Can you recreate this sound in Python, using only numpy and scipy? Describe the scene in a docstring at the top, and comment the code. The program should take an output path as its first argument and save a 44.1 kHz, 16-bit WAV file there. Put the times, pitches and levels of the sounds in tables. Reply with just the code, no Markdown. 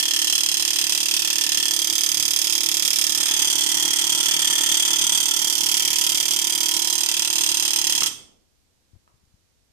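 """Rattling test rig, switched off

A small motor shakes a springy arm 37 times a second: the arm hums, and once a turn a loose joint
strikes, bounces and chatters, ringing the rig. A hand-held camera moves between arm and control box
in a furnished room; fingers bump it. A push button stops the motor and the room rings out."""
import sys
import numpy as np
from scipy import signal
from scipy.fft import rfft, irfft
from scipy.io import wavfile
from scipy.ndimage import map_coordinates

SR = 44100
rng = np.random.default_rng(int(sys.argv[2]) if len(sys.argv) > 2 else 0)


def master(y):
    """Save y as 16-bit WAV."""
    cut = np.clip(np.atleast_2d(y).T, -1, 1)
    pcm = np.round(cut * 32767)  # scale
    wavfile.write(sys.argv[1], SR, pcm.astype(np.int16))


N = 428652
TIME_S = np.arange(N) / SR
STOP_S = 8.07
SINCE_STOP_S = np.maximum(TIME_S - STOP_S, 0)


def amp(db):
    return 10 ** (np.asarray(db) / 20)


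def unit_rms(x):
    return x / np.sqrt(np.mean(x ** 2) + 1e-20)


def at_hz(points, hz):
    """Interpolate (f/Hz, value) points on a log axis."""
    freqs, values = np.transpose(points)
    return np.interp(np.log(hz + 1), np.log(freqs + 1), values)


def curves(rows):
    """Interpolate (t/s, values...) rows to one curve per value column."""
    times, *columns = np.transpose(rows)
    return [np.interp(TIME_S, times, column) for column in columns]


def wobble(rate_hz):
    """Smooth random curve through rate_hz knots a second."""
    knots = rng.standard_normal(int(N * rate_hz / SR) + 4)
    return map_coordinates(knots, [np.arange(N) * rate_hz / SR])


def convolve(x, response):
    return signal.oaconvolve(np.atleast_2d(x), np.atleast_2d(response), axes=1)[:, :N]


def colour(x, gain_db, size=4096):
    """Minimum-phase filter with gain gain_db(hz): peaks ring after the blow."""
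    gain = amp(gain_db(np.fft.rfftfreq(size, 1 / SR)))
    cepstrum = irfft(np.log(gain + 1e-7))
    fold = 1 + np.sign(size / 2 - np.arange(size))
    fold[0] = 1
    return convolve(x, irfft(np.exp(rfft(cepstrum * fold))))


def equalise(x, points):
    return colour(x, lambda hz: at_hz(points, hz))


def whiten(x):
    """Flatten the long-term spectrum; moments keep their relative colour."""
    freqs, power = signal.welch(x, SR, nperseg=512)
    return colour(x, lambda hz: -10 * np.log10(np.interp(hz, freqs, power) + 1e-20))


def cluster(decay_s, rise_s, size=2048):
    """Dense, spectrally even arrivals that swell and die."""
    t = np.arange(size) / SR
    envelope = (1 - np.exp(-t / rise_s)) * np.exp(-t / decay_s)
    phase = np.angle(rfft(rng.standard_normal(size) * envelope, 2 * size))
    return irfft(np.exp(1j * phase))[:size] * np.sqrt(envelope)


# Motor speed under power: t/s, f/Hz
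SPEED_HZ = [(0.0, 36.898), (1.57, 36.842), (2.12, 36.738), (3.54, 37.004), (6.15, 37.062), (7.26, 37.389),
            (8.07, 36.439)]


def motor_turns(coast_s=.75):
    """Running count of turns; the motor coasts down once switched off."""
    return np.cumsum(curves(SPEED_HZ)[0] * np.exp(-SINCE_STOP_S / coast_s)) / SR


def joint_contacts(spread_db=1.0, jitter_s=.00012, rise_s=.0018, chatter_s=.014, grain_db=3.0):
    """The loose joint strikes once a turn, then chatters in tiny rebounds for about half a turn."""
    turns = motor_turns()
    count = int(np.interp(STOP_S, TIME_S, turns)) + 1
    due_s = np.interp(np.arange(count), turns, TIME_S)
    force, length, level, timing = rng.standard_normal((count, 4)).T
    onsets = np.round(np.abs(due_s + jitter_s * timing) * SR).astype(int)
    strikes = np.zeros(N)
    strikes[onsets] = amp(spread_db * force)
    latest = np.maximum(np.searchsorted(onsets, np.arange(N), side="right") - 1, 0)
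    age_s = np.abs(TIME_S - TIME_S[onsets[latest]])
    life_s = chatter_s * np.exp(.19 * length[latest])
    life_s[onsets[-1]:] = chatter_s * 1.7  # power off: the last turn chatters longer
    envelope = (1 - np.exp(-age_s / rise_s)) * np.exp(-(age_s / life_s) ** 3) * amp(.21 * level[latest])
    rebounds = rng.standard_normal((2, N)) * amp(grain_db * rng.standard_normal(N))
    return strikes, unit_rms(envelope * rebounds)


def joint_bounces(strikes, count=4, gap_s=.0028, gap_spread=.5, first_db=-2.5, loss_db=1.5):
    """The joint lands again after each strike, at uneven gaps and strengths."""
    onsets = np.flatnonzero(strikes)
    gap, force = rng.standard_normal((2, len(onsets), count))
    delay_s = np.cumsum(gap_s * np.exp(gap_spread * gap), axis=1)
    landings = (onsets[:, None] + delay_s * SR).astype(int)
    level_db = first_db - loss_db * np.arange(count) + 2 * force
    return np.bincount(landings.ravel(), amp(level_db).ravel(), N)[:N]


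def near_echoes(strikes, drift_hz=1.533):
    """Echoes off near surfaces; their pattern drifts as the hand sways."""
    angle = np.pi / 2 * wobble(drift_hz)
    first = convolve(strikes, [cluster(decay_s=.011, rise_s=.002) for port in range(2)])
    second = convolve(strikes, [cluster(decay_s=.011, rise_s=.002) for port in range(2)])
    return unit_rms(np.cos(angle) * first + np.sin(angle) * second)


# Play in the joint: t/s, play (0 = clean strike, 1 = full bounces)
JOINT_PLAY = [(3.05, 0.23), (3.3, 1), (6.7, 0.55), (7.1, 0.32)]
# Relative spectra of crack, near echoes and chatter: f/Hz, level/dB
CRACK_DB = [(300, -1.5), (1000, -2.5), (2000, -5), (3200, -10.5), (4500, 6), (5300, 6), (6500, 2.5),
            (8500, 0.5), (14000, 1)]
ECHO_DB = [(300, -13), (1000, -4), (2000, 2), (3200, -0.5), (4500, -16), (8500, -15.5), (14000, -0.5)]
CHATTER_DB = [(300, -3.5), (1000, -2.5), (2000, -7), (3200, 0.5), (4500, 1), (6500, -2.5), (8500, 4),
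              (14000, -1)]
# Likeness of the two microphone ports: f/Hz, coherence (0-1)
PORT_COHERENCE = [(300, 1), (1000, 0.58), (2500, 0.17), (6000, 0.1), (9000, 0.35), (14000, 0)]


def loose_joint():
    """Cracks, near echoes and chatter at the left and right ports, before the rig colours them."""
    strikes, chatter = joint_contacts()
    play = curves(JOINT_PLAY)[0]
    landings = (strikes + play * joint_bounces(strikes)) / np.sqrt(1 + play ** 2)
    crack = unit_rms(convolve(landings, [cluster(decay_s=.00091, rise_s=.0011) for port in range(2)]))
    echoes = near_echoes(landings)
    left, right = equalise(crack, CRACK_DB) + equalise(echoes, ECHO_DB) + equalise(chatter, CHATTER_DB)
    coherence = lambda hz: np.clip(at_hz(PORT_COHERENCE, hz), .01, .99)
    shared = colour(right, lambda hz: 20 * np.log10(coherence(hz)))
    left_only = colour(left, lambda hz: 10 * np.log10(1 - coherence(hz) ** 2))
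    return whiten((shared + left_only)[0]), whiten(right)


# Camera path: t/s, nearness (0-1) to arm, box, buttons, table echo delay/ms
CAMERA_PATH = [(0, 1, 0.16, 0.043, 0.79), (1.4, 1, 0.18, 0, 0.99), (1.65, 0.74, 0.12, 0.087, 0.77),
               (1.85, 0.33, 0.44, 0.3, .73), (2.3, 0.4, 0.74, 0, .687), (3, 0.26, 0.81, 0, .66),
               (3.25, 0.38, 0.041, 0.12, 0.66), (3.6, 0.1, 0.15, .1, 0.8), (5.1, 0, 0.13, 0.0016, 0.746),
               (5.7, 0.07, 0.69, 0.1, 0.8), (6.6, 0.31, 0.25, 1, .75), (7.1, 0.45, 0, 0.15, 0.92),
               (8, 0.68, 0.11, 0.064, .85)]


def place_shares():
    """Camera weights, summing to 1, for four places: arm, box, buttons, between them."""
    near = np.clip(curves(CAMERA_PATH)[:3], 0, 1)
    shares = np.vstack([near, np.clip(1 - near.sum(0), 0, 1)])
    return shares / shares.sum(0)


def add_table_echo(x, band_hz=(2200, 9500), gain_db=-9):
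    """A close reflection off the table; its delay follows the camera, so the colour sweeps."""
    delay_ms = curves(CAMERA_PATH)[-1]
    read_at = np.arange(N) - delay_ms * SR / 1000
    band = signal.sosfiltfilt(signal.butter(2, band_hz, "bandpass", fs=SR, output="sos"), x)
    echo = np.array([np.interp(read_at, np.arange(N), port) for port in band])
    return x - amp(gain_db) * echo


# Room decay: f/Hz, T60/s
ROOM_T60_S = [(200, .65), (1000, .5), (3200, .43), (5500, .44), (10000, .38), (15000, .3)]


def room_reverb(x, rise_s=.007):
    """The furnished room's tail; each frequency dies at its own rate."""
    hz, t, noise = signal.stft(rng.standard_normal((2, SR)), SR, nperseg=256)
    t60_s = at_hz(ROOM_T60_S, hz)[:, None]
    tail = signal.istft(noise * 10 ** (-3 * t / t60_s), SR, nperseg=256)[1]
    tail *= 1 - np.exp(-(np.arange(tail.shape[1]) / SR / rise_s) ** 2)
    return convolve(x, tail / np.linalg.norm(tail[0]))


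# Rig resonances: f/Hz, width/Hz, boost/dB at each of the four places
RIG_MODES = [(950.0, 240.0, 15.0, 8.5, 10.5, 10.0), (1335.0, 200.0, 3.5, 8.0, 9.0, 9.5),
             (1770.0, 140.0, 9.0, 5.0, 6.0, 5.0), (1995.0, 210.0, 3.0, 1.5, -0.5, 5.0),
             (2540.0, 270.0, 4.5, 3.5, 1.0, 2.5), (2765.0, 230.0, 2.0, 1.5, 0.5, -2.0),
             (3200.0, 270.0, 14.5, 12.0, 11.5, 14.0), (3430.0, 140.0, 10.5, 5.0, 2.5, 10.5),
             (3690.0, 170.0, 1.5, 3.0, 7.0, 5.5), (4085.0, 250.0, 8.5, -0.5, 6.0, 3.5),
             (4410.0, 270.0, 1.0, 2.5, -11.5, -4.5), (4850.0, 210.0, 6.5, 2.5, 5.5, 2.0),
             (5210.0, 300.0, 7.5, 6.0, 1.0, -0.0), (5590.0, 500.0, 12.0, 10.5, 8.0, 9.0),
             (6160.0, 230.0, 1.5, 9.5, 8.5, 5.5), (6395.0, 390.0, 15.5, 8.5, 8.0, 15.0),
             (7080.0, 380.0, 4.0, 11.5, 9.5, 5.5), (7485.0, 370.0, 3.5, 1.0, 6.5, 7.0),
             (7850.0, 260.0, 4.0, 6.0, 2.5, 1.0), (8380.0, 180.0, 7.0, 0.5, 8.0, 14.0),
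             (8730.0, 370.0, 11.5, 9.5, 8.0, 10.0), (9475.0, 560.0, 3.0, 5.0, 6.5, 3.0),
             (10810.0, 490.0, 1.0, 4.5, 4.0, 2.5), (13305.0, 2400.0, 8.0, 9.0, 7.0, 4.0)]
# Overall slope of the rattle: f/Hz, left level/dB, right level/dB
RIG_SLOPE_DB = [(60, -41, -51), (320, -31.5, -24.5), (520, -31, -27), (730, -29.5, -28.5),
                (1110, -28.5, -27.5), (1600, -21, -25), (2710, -9, -16.5), (3880, -14.5, -17),
                (4770, -17, -9), (5800, -25.5, -14.5), (7360, -34.5, -14.5), (9700, -37.5, -14.5),
                (11600, -35, -16), (13900, -54.5, -19.5)]


def rig_response_db(hz, place):
    """The rig's resonances on a broad slope, at both ports from one place."""
    peaks = sum(boost_db[place] / (1 + (2 * (hz - centre_hz) / width_hz) ** 2)
                for centre_hz, width_hz, *boost_db in RIG_MODES)
    slope = np.array(RIG_SLOPE_DB, float)
    return peaks + np.array([at_hz(slope[:, [0, side]], hz) for side in (1, 2)])


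# Rattle at each place: level/dB; lag of the left port/samples
RATTLE_LEVEL_DB = [-20, -19, -20.6, -19.5]
LEFT_LAG_SAMPLES = [2, 11, 11, 2]


def rattle(reverb_db=(-10, -8.8)):
    """The joint rings the rig; level and colour follow the camera's place."""
    left, right = loose_joint()
    normalise = lambda x: x / np.std(x[:, :int(STOP_S * SR)])
    views = []
    for place, lag in enumerate(LEFT_LAG_SAMPLES):
        ports = np.vstack([np.roll(left, lag), right])
        views.append(normalise(colour(ports, lambda hz: rig_response_db(hz, place))))
    shares = place_shares()
    direct = sum(share * view for share, view in zip(shares, views))
    # the room also carries the rig's overall ring, as heard from the middle place
    reverb = amp(reverb_db)[:, None] * room_reverb((direct + views[-1]) / 2)
    return normalise(add_table_echo(direct) + reverb) * amp(np.dot(RATTLE_LEVEL_DB, shares))


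# Table shudder spectrum: f/Hz, level/dB
SHUDDER_DB = [(25, -13), (90, -8), (160, -8.5), (230, -2.5), (420, -7.5), (900, -15), (4000, -79.5)]


def table_shudder(phase, throb_db=6, settle_s=.18):
    """The table rumbles with each turn and settles after the stop."""
    jolts = amp(throb_db * np.cos(phase) * (SINCE_STOP_S == 0)) * rng.standard_normal((2, N))
    return unit_rms(equalise(jolts, SHUDDER_DB)) * np.exp(-(SINCE_STOP_S / settle_s) ** 2 / 2)


# Arm harmonics: multiple of motor speed, relative level/dB
ARM_HARMONICS = [(1, -21.5), (2, -24.5), (3, -14.5), (4, -6.5), (5, -16), (6, -13.5), (7, -29.5), (8, -1),
                 (9, 3), (10, -6.5), (11, -21.5), (12, -35), (13, -21), (14, -19), (15, -25), (16, -24),
                 (17, -15), (18, -15), (19, -16), (20, -14), (21, -23.5), (22, -15), (23, -4), (24, -5),
                 (25, -13), (26, 0), (27, -7), (36, -9), (48, -10)]
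# Base gain of the hum at each place: level/dB
HUM_GAIN_DB = [-47, -45, -44, -43.5]


def arm_hum(lead_turns=.17, lag_turns=.07, swing_out_s=.4, waver_db=1.8, uneven_db=1.5, shudder_db=-6.5):
    """The shaken arm radiates harmonics over the table's shudder; after the stop, high ones die first."""
    turns = motor_turns()
    clean = 1 - curves(JOINT_PLAY)[0]
    arm_phase = 2 * np.pi * (turns + lead_turns * clean)  # swells ahead of a clean strike
    hum_phase = 2 * np.pi * (turns - lag_turns)
    tone = np.zeros(N)
    for k, level_db in ARM_HARMONICS:
        phase = arm_phase if 7 <= k <= 11 else hum_phase  # the arm resonates at multiples 7-11
        level = amp(level_db + waver_db * wobble(4.5))
        offset = rng.normal(0, (k / 28) ** 2)  # low multiples peak together and throb
        fade = np.exp(-(k * SINCE_STOP_S / swing_out_s) ** 2 / 2)
        tone += level * np.cos(k * phase + offset) * fade
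    hum = unit_rms(tone) + amp(shudder_db) * table_shudder(hum_phase)
    port_gain = amp([[-2], [1.5]]) * amp(np.dot(HUM_GAIN_DB, place_shares()))
    swing = amp(uneven_db * wobble(25))  # harder or softer from turn to turn
    return port_gain * hum * swing


def midrange_step(x, band_hz=(780, 1080), at_s=3.2, ramp_s=.25, before_db=-6, after_db=-.5):
    """The band around 1 kHz starts subdued, then steps up and stays."""
    band = signal.sosfilt(signal.butter(1, band_hz, "bandpass", fs=SR, output="sos"), x)
    step = np.clip((TIME_S - at_s) / ramp_s + .5, 0, 1)
    gain = amp(before_db + (after_db - before_db) * step)
    return x + (gain - 1) * band


# Noise floor spectrum: f/Hz, relative level/dB
FLOOR_DB = [(15, -42), (25, -6), (33, -12), (86, -4.5), (158, -14.5), (243, -14), (450, -20), (488, -18.5),
            (604, -22), (1310, -26.5), (6040, -25.5), (13500, -33), (15000, -44)]
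# Its balance: f/Hz, left minus right/dB
FLOOR_PAN_DB = [(60, 13), (110, 2), (200, 2), (380, 0), (700, -4), (1290, 3), (2380, 0), (4400, -8.5),
                (8120, -6.5), (15000, 1)]


def room_tone(rms_db=-66):
    """Low room tone and microphone hiss."""
    gain_db = lambda hz: at_hz(FLOOR_DB, hz) + np.outer([.5, -.5], at_hz(FLOOR_PAN_DB, hz))
    return amp(rms_db) * unit_rms(colour(rng.standard_normal((2, N)), gain_db))


# Finger pushes: t/s, left drive level/dB, left minus right/dB
FINGER_BUMPS = [(1.516, -45, 18), (8.932, -49, 22), (8.953, -46, 25), (9.14, -60, 13.5), (9.23, -64, 11),
                (9.265, -64, 8), (9.34, -58, 10)]
# Camera body response: f/Hz, gain/dB
CAMERA_BODY_DB = [(25, 26), (70, 34.5), (150, 26), (260, 16.5), (450, -1), (2000, -17), (8000, -44)]


def finger_bumps(decay_s=.0083):
    """Fingers thud on the camera body, mostly by the left port."""
    push = np.zeros((2, N))
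    for at_s, level_db, pan_db in FINGER_BUMPS:
        envelope = (TIME_S >= at_s) * np.exp(-np.abs(TIME_S - at_s) / decay_s)
        push += amp([[level_db], [level_db - pan_db]]) * envelope
    return equalise(push * rng.standard_normal(N), CAMERA_BODY_DB)


# Press and release: t/s, drive level/dB, low-pass f/Hz
BUTTON_SNAPS = [(8.0205, -22.5, 3560), (9.076, -50, 1297)]
# Control box resonances: f/Hz, width/Hz, gain/dB
BOX_MODES = [(240, 200, 8), (1040, 1200, 12), (1290, 180, 18), (2770, 570, 19)]


def push_button(decay_s=.0021, reverb_db=-5):
    """The button snaps in its hollow box; the release is softer and duller."""
    def box_power(hz):
        return sum(amp(gain_db) ** 2 / (1 + ((hz ** 2 - centre_hz ** 2) / (hz * width_hz + 1)) ** 2)
                   for centre_hz, width_hz, gain_db in BOX_MODES)

    clicks = np.zeros((2, N))
    for at_s, level_db, cutoff_hz in BUTTON_SNAPS:
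        envelope = (TIME_S >= at_s) * np.exp(-np.abs(TIME_S - at_s) / decay_s)
        snap = amp(level_db) * envelope * rng.standard_normal((2, N))
        clicks += colour(snap, lambda hz: 10 * np.log10(box_power(hz) / (1 + (hz / cutoff_hz) ** 6) + 1e-9))
    return clicks + amp(reverb_db) * room_reverb(clicks)


def scene():
    """The running rig, its stop button, the hand on the camera and the quiet room."""
    return midrange_step(rattle() + arm_hum()) + push_button() + finger_bumps() + room_tone()


def record(dry, ceiling=.78, top_hz=14700):
    """The loudest peaks are softly rounded and the top treble is cut."""
    rounded = dry / (1 + np.abs(dry / ceiling) ** 6) ** (1 / 6)
    return signal.sosfilt(signal.butter(24, top_hz, fs=SR, output="sos"), rounded)


dry = scene()
out = record(dry)
master(out)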